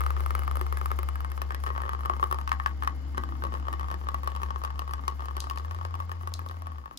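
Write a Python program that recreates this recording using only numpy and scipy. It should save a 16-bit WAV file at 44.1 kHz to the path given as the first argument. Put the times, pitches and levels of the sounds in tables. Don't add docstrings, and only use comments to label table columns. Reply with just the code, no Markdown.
import sys
import numpy as np
from scipy import signal
from scipy.fft import rfft, irfft, next_fast_len
from scipy.io import wavfile
from scipy.ndimage import uniform_filter1d

SR = 44100
rng = np.random.default_rng(int(sys.argv[2]) if len(sys.argv) > 2 else 0)


def inscribe(sig):
    pcm = np.round(np.clip(np.atleast_2d(sig).T, -1, 1) * 32767)
    wavfile.write(sys.argv[1], SR, pcm.astype(np.int16))


def level_to_linear(level):
    exponent = np.asarray(level, float) / 20
    return 10 ** exponent


N = 307818


def unit(x):
    return x / np.sqrt(np.mean(x ** 2) + 1e-20)


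def in_time(rows):
    t, *columns = np.transpose(rows)
    return [np.interp(np.arange(N) / SR, t, column) for column in columns]


def drift(rate):
    r = np.exp(-80 * np.pi * rate / SR)
    slow = signal.lfilter([1], [1, -2 * r, r * r], rng.standard_normal(N // 40 + 2002))
    slow = unit(slow[2000:])
    return np.interp(np.arange(N) / 40, np.arange(len(slow)), slow)


def train(at, sizes):
    clicks = np.full(N, 1e-18)
    np.add.at(clicks, at, sizes)
    return clicks


def resonate(x, peaks):
    out = 0
    for k, (hz, width_hz, db) in enumerate(peaks):
        r = np.exp(-np.pi * width_hz / SR)
        poles = [1, -2 * r * np.cos(2 * np.pi * hz / SR), r * r]
        zeros = np.array([1, 0, -1]) * (1 - r * r) / 2
        out = out + (-1) ** k * level_to_linear(db) * signal.lfilter(zeros, poles, x)
    return out


def strike(at, levels_db, modes, spread_db, sign=1):
    out = np.zeros((2, N))
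    chance = rng.standard_normal((len(at), len(modes)))
    spot = np.arange(len(at)) % 3
    for k, (hz, db, t60, right_db, turn) in enumerate(modes):
        sizes = sign ** k * level_to_linear(levels_db + db + spread_db * chance[:, k])
        r = level_to_linear(-60 / (t60 * SR))
        for place in range(3):
            clicks = train(at[spot == place], sizes[spot == place])
            detune = 1 + .012 * (place - 1) * (-1) ** k
            w = 2 * np.pi * hz * detune / SR
            ring = signal.lfilter([1], [1, -2 * r * np.cos(w), r * r], clicks)
            out[0, 1:] += r * np.sin(w) * ring[:-1]
            turned = np.sin(turn) * ring[1:] + r * np.sin(w - turn) * ring[:-1]
            out[1, 1:] += level_to_linear(right_db) * turned
    return out


def crack(at, levels_db, peaks, dies_s, noise, click=0.19):
    clicks = train(at, level_to_linear(levels_db))
    dying = signal.lfilter([1], [1, -np.exp(-1 / (dies_s * SR))], clicks)
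    return resonate(click * clicks + noise * dying, peaks)


def coloured(spectrum, alike):
    hz, db = np.transpose(spectrum)
    size = next_fast_len(N)
    bins_hz = np.arange(size // 2 + 1) * SR / size
    shape = level_to_linear(np.interp(np.log(bins_hz + 1), np.log(hz), db, right=-200))
    mid, side = irfft(rfft(rng.standard_normal((2, size))) * shape, size)[:, :N]
    alike = np.clip(alike, -1, 1)
    opposite = np.array([[1], [-1]])
    return unit(np.sqrt(1 + alike) * mid + np.sqrt(1 - alike) * side * opposite)


LOW_SPEED_HZ, HIGH_SPEED_HZ = 69.3, 84.2
# multiple of the low turn rate (those below 5 follow the motor, the others hold their pitch), #
# level/dB, phase between ports/rad
WHINE = [(2.047, -61, 0.18), (4.047, -66, 1.2), (7.31, -58, 2.9), (11.25, -63, 1.28), (12.9, -60.5, 1.9),
         (17.44, -83, 4.2), (30.64, -66, 4.9), (42.8, -74, 0.19)]


def motor(phase, hum_db, pan_db, lead):
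    side = np.array([[.5], [-.5]])
    out = level_to_linear(hum_db + 5.5 + side * pan_db + 0.73 * drift(19.0)) * np.sin(phase + side * lead)
    smooth_db = uniform_filter1d(hum_db, size=SR // 3) + 35.0
    steady = 2 * np.pi * LOW_SPEED_HZ * np.arange(N) / SR
    for order, db, turn in WHINE:
        turning = phase if order < 5 else steady
        level = level_to_linear(db + smooth_db + 3.2 * drift(5.6) + side * 2.0)
        out += level * np.sin(order * turning + 1.02 * drift(3.0) + side * turn)
    return out


# t/s, hum level/dB
NEARNESS = [
    (0, -30.5),
    (.9, -32.5),
    (1.2, -34.5),
    (1.7, -36),
    (4.8, -36.5),
]
STEP_UP_S, SPIN_UP_S, STEP_UP_DB, OVERSHOOT_DB, SETTLE_S = 5.57, 0.162, -1.5, 4, 0.67
SWITCH_OFF_S, RUN_DOWN_HZ_PER_S2 = 6.55, 190
STALL_S, STALL_DB_PER_S = 6.79, 135
DIP_S, DIP_DB_PER_S, KICK_S, KICK_DB_PER_S = 6.91, 302, 6.94, 750
FADE_S, FADE_DB_PER_S = 4.27, 1.5


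def controls():
    t = np.arange(N) / SR

    def since(start_s):
        return np.maximum(t - start_s, 0)

    spun = np.clip((t - STEP_UP_S) / SPIN_UP_S, 0, 1)
    speed_hz = LOW_SPEED_HZ + (HIGH_SPEED_HZ - LOW_SPEED_HZ) * spun
    speed_hz -= RUN_DOWN_HZ_PER_S2 * since(SWITCH_OFF_S) ** 2
    fade_db = -FADE_DB_PER_S * since(FADE_S)
    overshoot_db = OVERSHOOT_DB * np.exp(-since(STEP_UP_S + SPIN_UP_S) / SETTLE_S)
    hum_db = in_time(NEARNESS)[0] + fade_db + spun * (STEP_UP_DB + overshoot_db)
    hum_db -= STALL_DB_PER_S * since(STALL_S) + DIP_DB_PER_S * since(DIP_S)
    hum_db += KICK_DB_PER_S * since(KICK_S)
    return 2 * np.pi * np.cumsum(speed_hz) / SR, hum_db, fade_db


# f/Hz, level/dB, t60/s, right port level/dB, right port phase/rad
CUP_WALL = [(933, -9.5, 0.062, -9, 4.35), (1103.5, -5, 0.077, -8.5, 3.45), (1132.4, -17, 0.18, -8.5, 2.36),
            (1221.6, -16, 0.17, -5.5, 2.03), (1163, -1.5, 0.039, -6.5, 3.43), (734, -19.5, 0.031, 7, 3.62),
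            (3030, -13.5, 0.0051, -3, 1.5)]
CUP_AIR = [(1234, -2.5, 0.025, -6, 2.1), (1320, -10.5, 0.0077, -2.5, 2.88), (2113, -18, 0.013, -1, 0.74)]
CUP_RIM = [(1509, -10.5, 0.034, -4.5, 2.6), (1644, -12, 0.032, -4.5, 2.4),
           (1810, -10.5, 0.031, -11.5, 3.73), (1945, -25, 0.15, 1.5, 2.27)]
THUMP = [(373.3, -4.5, 0.072, -3.5, -1.3), (541, 2.5, 0.024, -14.5, -3.5), (693, -3, 0.025, -6.5, -5)]
# f/Hz, width/Hz, level/dB
SLAP = [(1110, 300, -3.5), (1450, 500, -20), (2240, 600, 20.5), (3200, 3200, -11.5)]
EDGE = [(2070, 390, -4.5), (2820, 740, 4), (4490, 1920, 3), (5230, 1350, 4.5), (6960, 10300, -13)]
TICK = [(8360, 330, 5), (10280, 1300, 3), (12440, 2130, 4.5), (15900, 2000, -3)]
# t/s, wall level/dB, dull thump level/dB, cup air level/dB, rim level/dB
POSE = [(0, -14.5, -9, 5.5, -9), (1.2, -4.5, -3, 7, -2.5), (1.5, -5.5, -9, -2, -2),
        (1.7, -2.5, -4.5, -1, 1.5), (2.0, -1, -6.5, 1.5, -2), (2.35, 1, -2, -2, -5.5),
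        (2.48, -4.5, -23, 2.5, 1.5), (3.0, -2.5, -12, 1.5, 0.5), (3.3, -0.5, -5, -7.5, -2.5),
        (5.0, 0.5, -6, -8.5, -3), (6.98, -5.5, -9.5, -9.5, -8)]


def tube(at, db, edge_db, tick_db):
    wall_db, thump_db, air_db, rim_db = (db + column[at] for column in in_time(POSE))
    body = strike(at, wall_db + 2.5, CUP_WALL, spread_db=3.5)
    body += strike(at, air_db + 0.5, CUP_AIR, spread_db=2.5)
    body += strike(at, rim_db + 2.0, CUP_RIM, spread_db=4.5)
    little_bass = signal.butter(3, 840, "high", fs=SR, output="sos")
    body = signal.sosfilt(little_bass, body)
    body += strike(at, thump_db - 7.0, THUMP, spread_db=4.5, sign=-1.16)
    out = signal.sosfilt(signal.butter(1, 3000, fs=SR, output="sos"), body)
    out += crack(at, db + 2.5, SLAP, .001, 0, click=0.63) * np.array([[1], [-.3]])
    shared, left, right = rng.standard_normal((3, N))
    out[0] += crack(at, edge_db + 10.0, EDGE, 0.0024, 0.34 * shared + 1.1 * left, click=1.33)
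    out[1] += crack(at, edge_db + 8.5, EDGE, 0.0023, 1.02 * right - 0.14 * shared, click=0.19)
    tick = crack(at, tick_db + 10.0, TICK, 0.00086, shared)
    out[0] += tick
    out[1] -= np.roll(tick, -10)
    return out


# t/s, peak level/dB, brightness
# level/dB
TOUCHES = [(0.006, -17, -11.5), (0.015, -22, -21.5), (0.037, -24, -14), (0.0458, -34, -16),
           (0.0634, -16, -15), (0.074, -33, -18), (0.1047, -16, -19), (0.133, -50, -25), (0.146, -38, -30),
           (0.1653, -20, -22), (0.174, -25, -28), (0.1969, -27, -19), (0.2051, -19.5, -18),
           (0.2364, -29, -20), (0.249, -45, -15), (0.2613, -17, -16), (0.2928, -54, -17),
           (0.3062, -14.5, -20), (0.315, -36, -25), (0.323, -42, -24), (0.3508, -15.5, -12),
           (0.3788, -27, -34), (0.392, -23, -7), (0.4196, -26.5, -20), (0.4342, -24, -15), (0.449, -36, -9),
           (0.471, -33, -14), (0.4777, -18.5, -18), (0.512, -19.5, -17), (0.5193, -40, -20),
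           (0.5552, -21, -13), (0.5693, -20, -13), (0.5934, -32, -11), (0.612, -18.5, -13.5),
           (0.665, -24.5, -14.5), (0.6844, -38, -21), (0.6944, -49, -22), (0.7248, -19, -12.5),
           (0.7422, -38, -21), (0.7711, -20, -12.5), (0.7862, -33, -22), (0.813, -20.5, -18.5),
           (0.8581, -19.5, -13), (0.9047, -25, -19), (0.915, -19, -10), (0.9713, -46, -18),
           (0.9884, -19, -11), (0.996, -32, -23), (1.0305, -23, -10), (1.0874, -22, -10),
           (1.156, -27.5, -7.5), (1.1929, -52, -15), (1.2048, -27, -11.5), (1.2467, -22, -21),
           (1.3003, -35, -11), (1.317, -26.5, -9), (1.3769, -22.5, -20), (1.417, -17, -12.5),
           (1.49, -39, -13), (1.506, -16.5, -27), (1.5204, -23, -20), (1.5459, -20.5, -11.5),
           (1.601, -35, -13), (1.6374, -22, -14.5), (1.6633, -21.5, -16), (1.6696, -21.5, -27),
           (1.6766, -23, -32), (1.6892, -29, -14), (1.703, -21, -40), (1.7315, -40, -35),
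           (1.7509, -27, -37), (1.7617, -22, -39), (1.7779, -18.5, -23), (1.8031, -23.5, -34),
           (1.8181, -23, -15), (1.835, -25, -31), (1.8534, -27, -32), (1.862, -26.5, -40),
           (1.879, -27, -33), (1.892, -20, -18), (1.911, -33, -29), (1.9183, -29, -35), (1.9329, -23, -18),
           (1.9486, -24.5, -33), (1.991, -31, -18), (2.007, -29.5, -17), (2.034, -28, -18),
           (2.051, -25.5, -18), (2.0572, -18.5, -13), (2.064, -33, -23), (2.086, -40, -25),
           (2.0972, -14, -27), (2.1108, -29, -24), (2.1358, -24, -21), (2.165, -27, -14),
           (2.1966, -23, -22), (2.228, -14, -24.5), (2.2384, -18.5, -12), (2.302, -41, -14),
           (2.312, -20.5, -12), (2.3254, -17.5, -12), (2.344, -24.5, -12), (2.3863, -20, -18),
           (2.403, -37, -22), (2.4126, -26, -13), (2.4756, -17.5, -20), (2.492, -23.5, -11),
           (2.5171, -9.5, -29), (2.528, -24, -17), (2.599, -17.5, -38), (2.637, -36, -10),
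           (2.6605, -11, -21), (2.673, -32, -6), (2.7116, -34, -28), (2.8234, -18.5, -27),
           (2.8347, -21.5, -15), (2.847, -24.5, -17), (2.8747, -12, -20),
           (3.056, -53, -24), (3.089, -51, -27), (3.132, -48, -25), (3.1465, -30.5, -20),
           (3.1624, -51, -27), (3.1728, -26, -17), (3.1787, -14.5, -19.5), (3.2359, -23.5, -16),
           (3.2755, -42, -22), (3.2892, -28.5, -23), (3.322, -28.5, -39), (3.353, -31, -32),
           (3.422, -25, -26), (3.4374, -19, -15), (3.4503, -23, -19), (3.4673, -26.5, -24),
           (3.506, -43, -13), (3.5218, -27, -26), (3.53, -30, -16), (3.5392, -22.5, -19),
           (3.5506, -22.5, -29), (3.5617, -38, -20), (3.5712, -32, -20), (3.5978, -33, -16),
           (3.626, -30, -37), (3.6526, -29, -34), (3.6688, -26.5, -28), (3.683, -19.5, -23.5),
           (3.71, -35, -22), (3.728, -26, -8.5), (3.7367, -20.5, -29), (3.7951, -23, -15),
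           (3.8097, -23, -22), (3.8301, -26.5, -25), (3.843, -29, -29), (3.8604, -39, -29),
           (3.8717, -45, -18), (3.8842, -26, -23), (3.902, -25.5, -26), (3.9132, -20.5, -18),
           (3.9249, -26, -35), (3.9412, -21, -19), (3.993, -42, -29), (4.0129, -28, -37), (4.038, -31, -36),
           (4.055, -42, -30), (4.069, -23.5, -38), (4.0867, -20, -16), (4.1164, -31, -25),
           (4.136, -53, -17), (4.1436, -19, -17.5), (4.178, -45, -17), (4.1843, -31, -25),
           (4.2327, -24.5, -14), (4.2435, -36, -6), (4.2605, -28, -28), (4.274, -18.5, -13),
           (4.289, -32, -32),
           (4.301, -34, -11), (4.318, -26, -26), (4.3502, -28, -15), (4.362, -24.5, -16),
           (4.3713, -30, -25), (4.4, -30, -36), (4.417, -24, -28), (4.432, -21.5, -13), (4.4607, -31, -21),
           (4.4864, -30, -25), (4.505, -21, -22), (4.5435, -38, -25), (4.5592, -23.5, -30),
           (4.601, -44, -25), (4.6163, -28, -27), (4.6368, -23, -11), (4.6484, -18.5, -12),
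           (4.66, -33, -17), (4.6753, -31, -24), (4.7038, -24.5, -24), (4.727, -43, -23),
           (4.7423, -44, -18), (4.757, -33, -20), (4.7786, -36, -19), (4.7921, -21, -10),
           (4.8187, -23.5, -30), (4.8766, -26, -19), (4.893, -29, -30), (4.9094, -26.5, -14),
           (4.922, -48, -24), (4.9351, -20, -11), (4.9803, -30, -36), (4.9931, -28.5, -42),
           (5.037, -29.5, -34), (5.0513, -36, -23), (5.0792, -15.5, -10), (5.121, -31, -26),
           (5.194, -28, -38), (5.205, -26.5, -20), (5.221, -27, -33), (5.2386, -33, -30),
           (5.2467, -36, -18), (5.256, -26, -13), (5.2837, -22.5, -29), (5.3092, -29, -36),
           (5.352, -31, -30), (5.3667, -21, -11), (5.379, -25, -29), (5.396, -37, -8), (5.421, -29, -25),
           (5.4405, -25, -19), (5.469, -26.5, -31), (5.4983, -22, -9.5), (5.5099, -24.5, -18),
           (5.5348, -31, -25), (5.5587, -29.5, -12), (5.574, -21, -16), (5.5975, -27.5, -26),
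           (5.6475, -27.5, -19), (5.6697, -52, -18), (5.6814, -32, -33), (5.71, -21.5, -20),
          (5.72, -35, -32), (5.733, -38, -20), (5.7464, -27.5, -13), (5.763, -30, -27),
          (5.7871, -27.5, -25), (5.812, -24.5, -28), (5.829, -34, -18), (5.85, -17, -20),
          (5.8603, -38, -26), (5.885, -39, -20), (5.908, -33, -19), (5.9408, -23, -19), (5.9526, -21, -20),
          (5.991, -31, -21), (6.0015, -22, -17), (6.022, -30, -23), (6.0939, -24, -22), (6.1161, -19, -15),
          (6.153, -32, -27), (6.168, -34, -28), (6.2105, -29.5, -17), (6.2332, -27.5, -30),
          (6.259, -39, -26), (6.2732, -20, -11), (6.319, -27, -30), (6.3523, -31, -24), (6.392, -21.5, -14),
          (6.416, -29.5, -21), (6.4404, -38, -22), (6.4619, -24.5, -15), (6.4965, -25, -26),
          (6.5113, -23, -19), (6.543, -33, -25), (6.5682, -28.5, -33), (6.603, -41, -26),
          (6.6127, -53, -21), (6.6202, -25.5, -14.5), (6.659, -31, -22), (6.6689, -22, -17),
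          (6.676, -33, -19), (6.702, -35, -34), (6.7185, -30, -19), (6.745, -36, -32), (6.7573, -31, -39),
          (6.7828, -29, -14), (6.815, -37, -25), (6.839, -36.5, -39), (6.8577, -23.5, -22),
          (6.8776, -31.5, -30), (6.9106, -25, -24), (6.934, -36, -36)]
# t/s, extra hard edge level/dB
SQUARE = [(0, -7), (1.2, -2.5), (1.6, 2.5), (1.75, 0), (2.03, -4.5), (2.35, -1), (2.52, 2), (2.9, -2),
          (3.2, 0), (4.9, 2.5), (5.5, 3), (6.98, -10)]
TICK_DULLS_DB_PER_S = 0.67


def landings():
    t, db, bright = np.transpose(np.array(TOUCHES))
    at = ((t + .0004) * SR).astype(int)
    db, bright = db - 6.0, bright - 5.5
    edge = -16 + in_time(SQUARE)[0][at] + 0.52 * (bright + 20) + 0.03 * (db + 30.0)
    edge += rng.standard_normal(len(at))
    return at, db, db + edge, db + bright + 3.0 - TICK_DULLS_DB_PER_S * t


# f/Hz, width/Hz, level/dB
SNAP = [(3700, 1240, 7.5), (4860, 1170, 10.5), (6550, 2200, 2.5), (10700, 3100, -6)]
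# t/s, peak level/dB
BUTTON = [
    (5.4028, -23),
    (5.584, -39),
    (6.3382, -26),
    (6.487, -39),
    (6.9734, -29.5),
]


def button():
    t, db = np.transpose(BUTTON)
    at = (t * SR).astype(int)
    noise = rng.standard_normal((3, N))
    snap = crack(at + 36, db + 7.5, SNAP, 0.0013, 0.22 * noise[2] + 0.22 * noise[:2], click=1.14)
    first_tick = crack(at - 4, db - 6.5, TICK, 0.00028, noise[2])
    rebound = crack(np.minimum(at + 180, N - 1), db - 8.0, SNAP, 0.00067, 0.34 * noise[:2])
    echo = crack(at, db - 23.5, SNAP, 0.041, noise[:2], click=0)
    return (snap + first_tick + rebound + echo) * level_to_linear(np.array([[1.5], [-1.5]]))


def bench(x):
    dull = signal.sosfilt(signal.butter(1, 6000, fs=SR, output="sos"), x)
    out = np.zeros_like(x)
    for k, lag_s in enumerate(rng.uniform(0.005, .06, 24)):
        lag = int(lag_s * SR)
        out[k % 2, lag:] += (-1) ** (k // 2) * level_to_linear(-14.0 - 343 * lag_s) * dull[k % 2, :-lag]
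    return out


# f/Hz, level/dB per Hz
WHIRR = [(300, -29), (450, -3.5), (650, -4), (900, -2), (1200, -2.5), (1500, -7.5), (2000, -11),
         (2500, -17.5), (3000, -15), (4000, -20), (4900, -16.5), (6000, -24.5), (7500, -24), (9000, -70)]
RUMBLE = [(15, -10), (30, -28), (60, 12.5), (120, -7.5), (200, -2.5), (300, -12.5), (450, -13.5),
          (800, -54)]
HISS = [(3000, -20), (6000, -2), (7400, -6), (8200, -12), (8800, -3), (9500, -20), (10300, 0), (12400, 0),
        (13000, -26), (13900, -26), (14400, 0), (15800, -2), (16300, -25)]
# f/Hz, width/Hz, level/dB
ROOM = [(121.3, 8.7, -4), (143.7, 21, -8.5), (191.4, 6.4, -2), (241, 4.9, -2), (276.5, 14.5, -5),
        (329, 7.9, -6.5)]
# t/s, f/Hz, level/dB
MOAN = [(2.8, 270.7, -82), (2.93, 250, -56), (3.2, 255, -60.5), (3.33, 295, -54), (3.44, 350, -54),
        (3.52, 281, -56), (3.66, 261.4, -63), (3.85, 253, -80)]
RUMBLE_DB, HISS_DB, WHIRR_DB = -48.5, -76, -18
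PASSING_S, PASSING_WIDTH_S, PASSING_DB, DRONE_DB = 3.24, 0.66, -52, -60


def air(phase, hum_db, fade_db):
    whirr_db = WHIRR_DB + np.maximum(hum_db + 37.5, -9) * 0.74 - 37.5
    passing = np.exp(-((np.arange(N) / SR - PASSING_S) / PASSING_WIDTH_S) ** 2)
    rumble = level_to_linear(RUMBLE_DB + 2.0 * fade_db + 1.24 * drift(1.7)) * coloured(RUMBLE, alike=0.4)
    swell = (level_to_linear(DRONE_DB) + level_to_linear(PASSING_DB) * passing) * level_to_linear(2.0 * drift(8.1))
    drone = swell * unit(resonate(coloured([(20, 0), (20000, 0)], alike=0.83), ROOM))
    throb_db = 1.8 * np.sin(phase - 1.5) + np.array([[2.5], [-2.5]])
    whirr = level_to_linear(whirr_db + throb_db) * coloured(WHIRR, alike=-0.19)
    moan_hz, moan_db = in_time(MOAN)
    moan_phase = 2 * np.pi * np.cumsum(moan_hz) / SR + 0.9 * drift(9.5)
    moan = level_to_linear(moan_db + 2.3 * drift(9.7)) * np.sin(moan_phase)
    hiss = level_to_linear(HISS_DB + 5.2 * drift(25) + 1.2 * (whirr_db + 57.5)) * coloured(HISS, alike=0.28)
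    return rumble + drone + moan + whirr + hiss


def scene():
    phase, hum_db, fade_db = controls()
    nearer_db = in_time(NEARNESS)[0] + fade_db + 36.5
    pan_db = 3.9 + .3 * nearer_db
    lead_rad = .75 + .085 * nearer_db
    hum = motor(phase, hum_db, pan_db, lead_rad)
    hits = tube(*landings()) + button()
    return hum + hits + bench(hits) + air(phase, hum_db, fade_db)


def band_limit(x):
    return signal.sosfilt(signal.butter(12, 16790, fs=SR, output="sos"), x)


def record(dry):
    mix = signal.sosfilt(signal.cheby2(10, 60, 17200, fs=SR, output="sos"), dry)
    return band_limit(mix)


dry = scene()
out = record(dry)
inscribe(out)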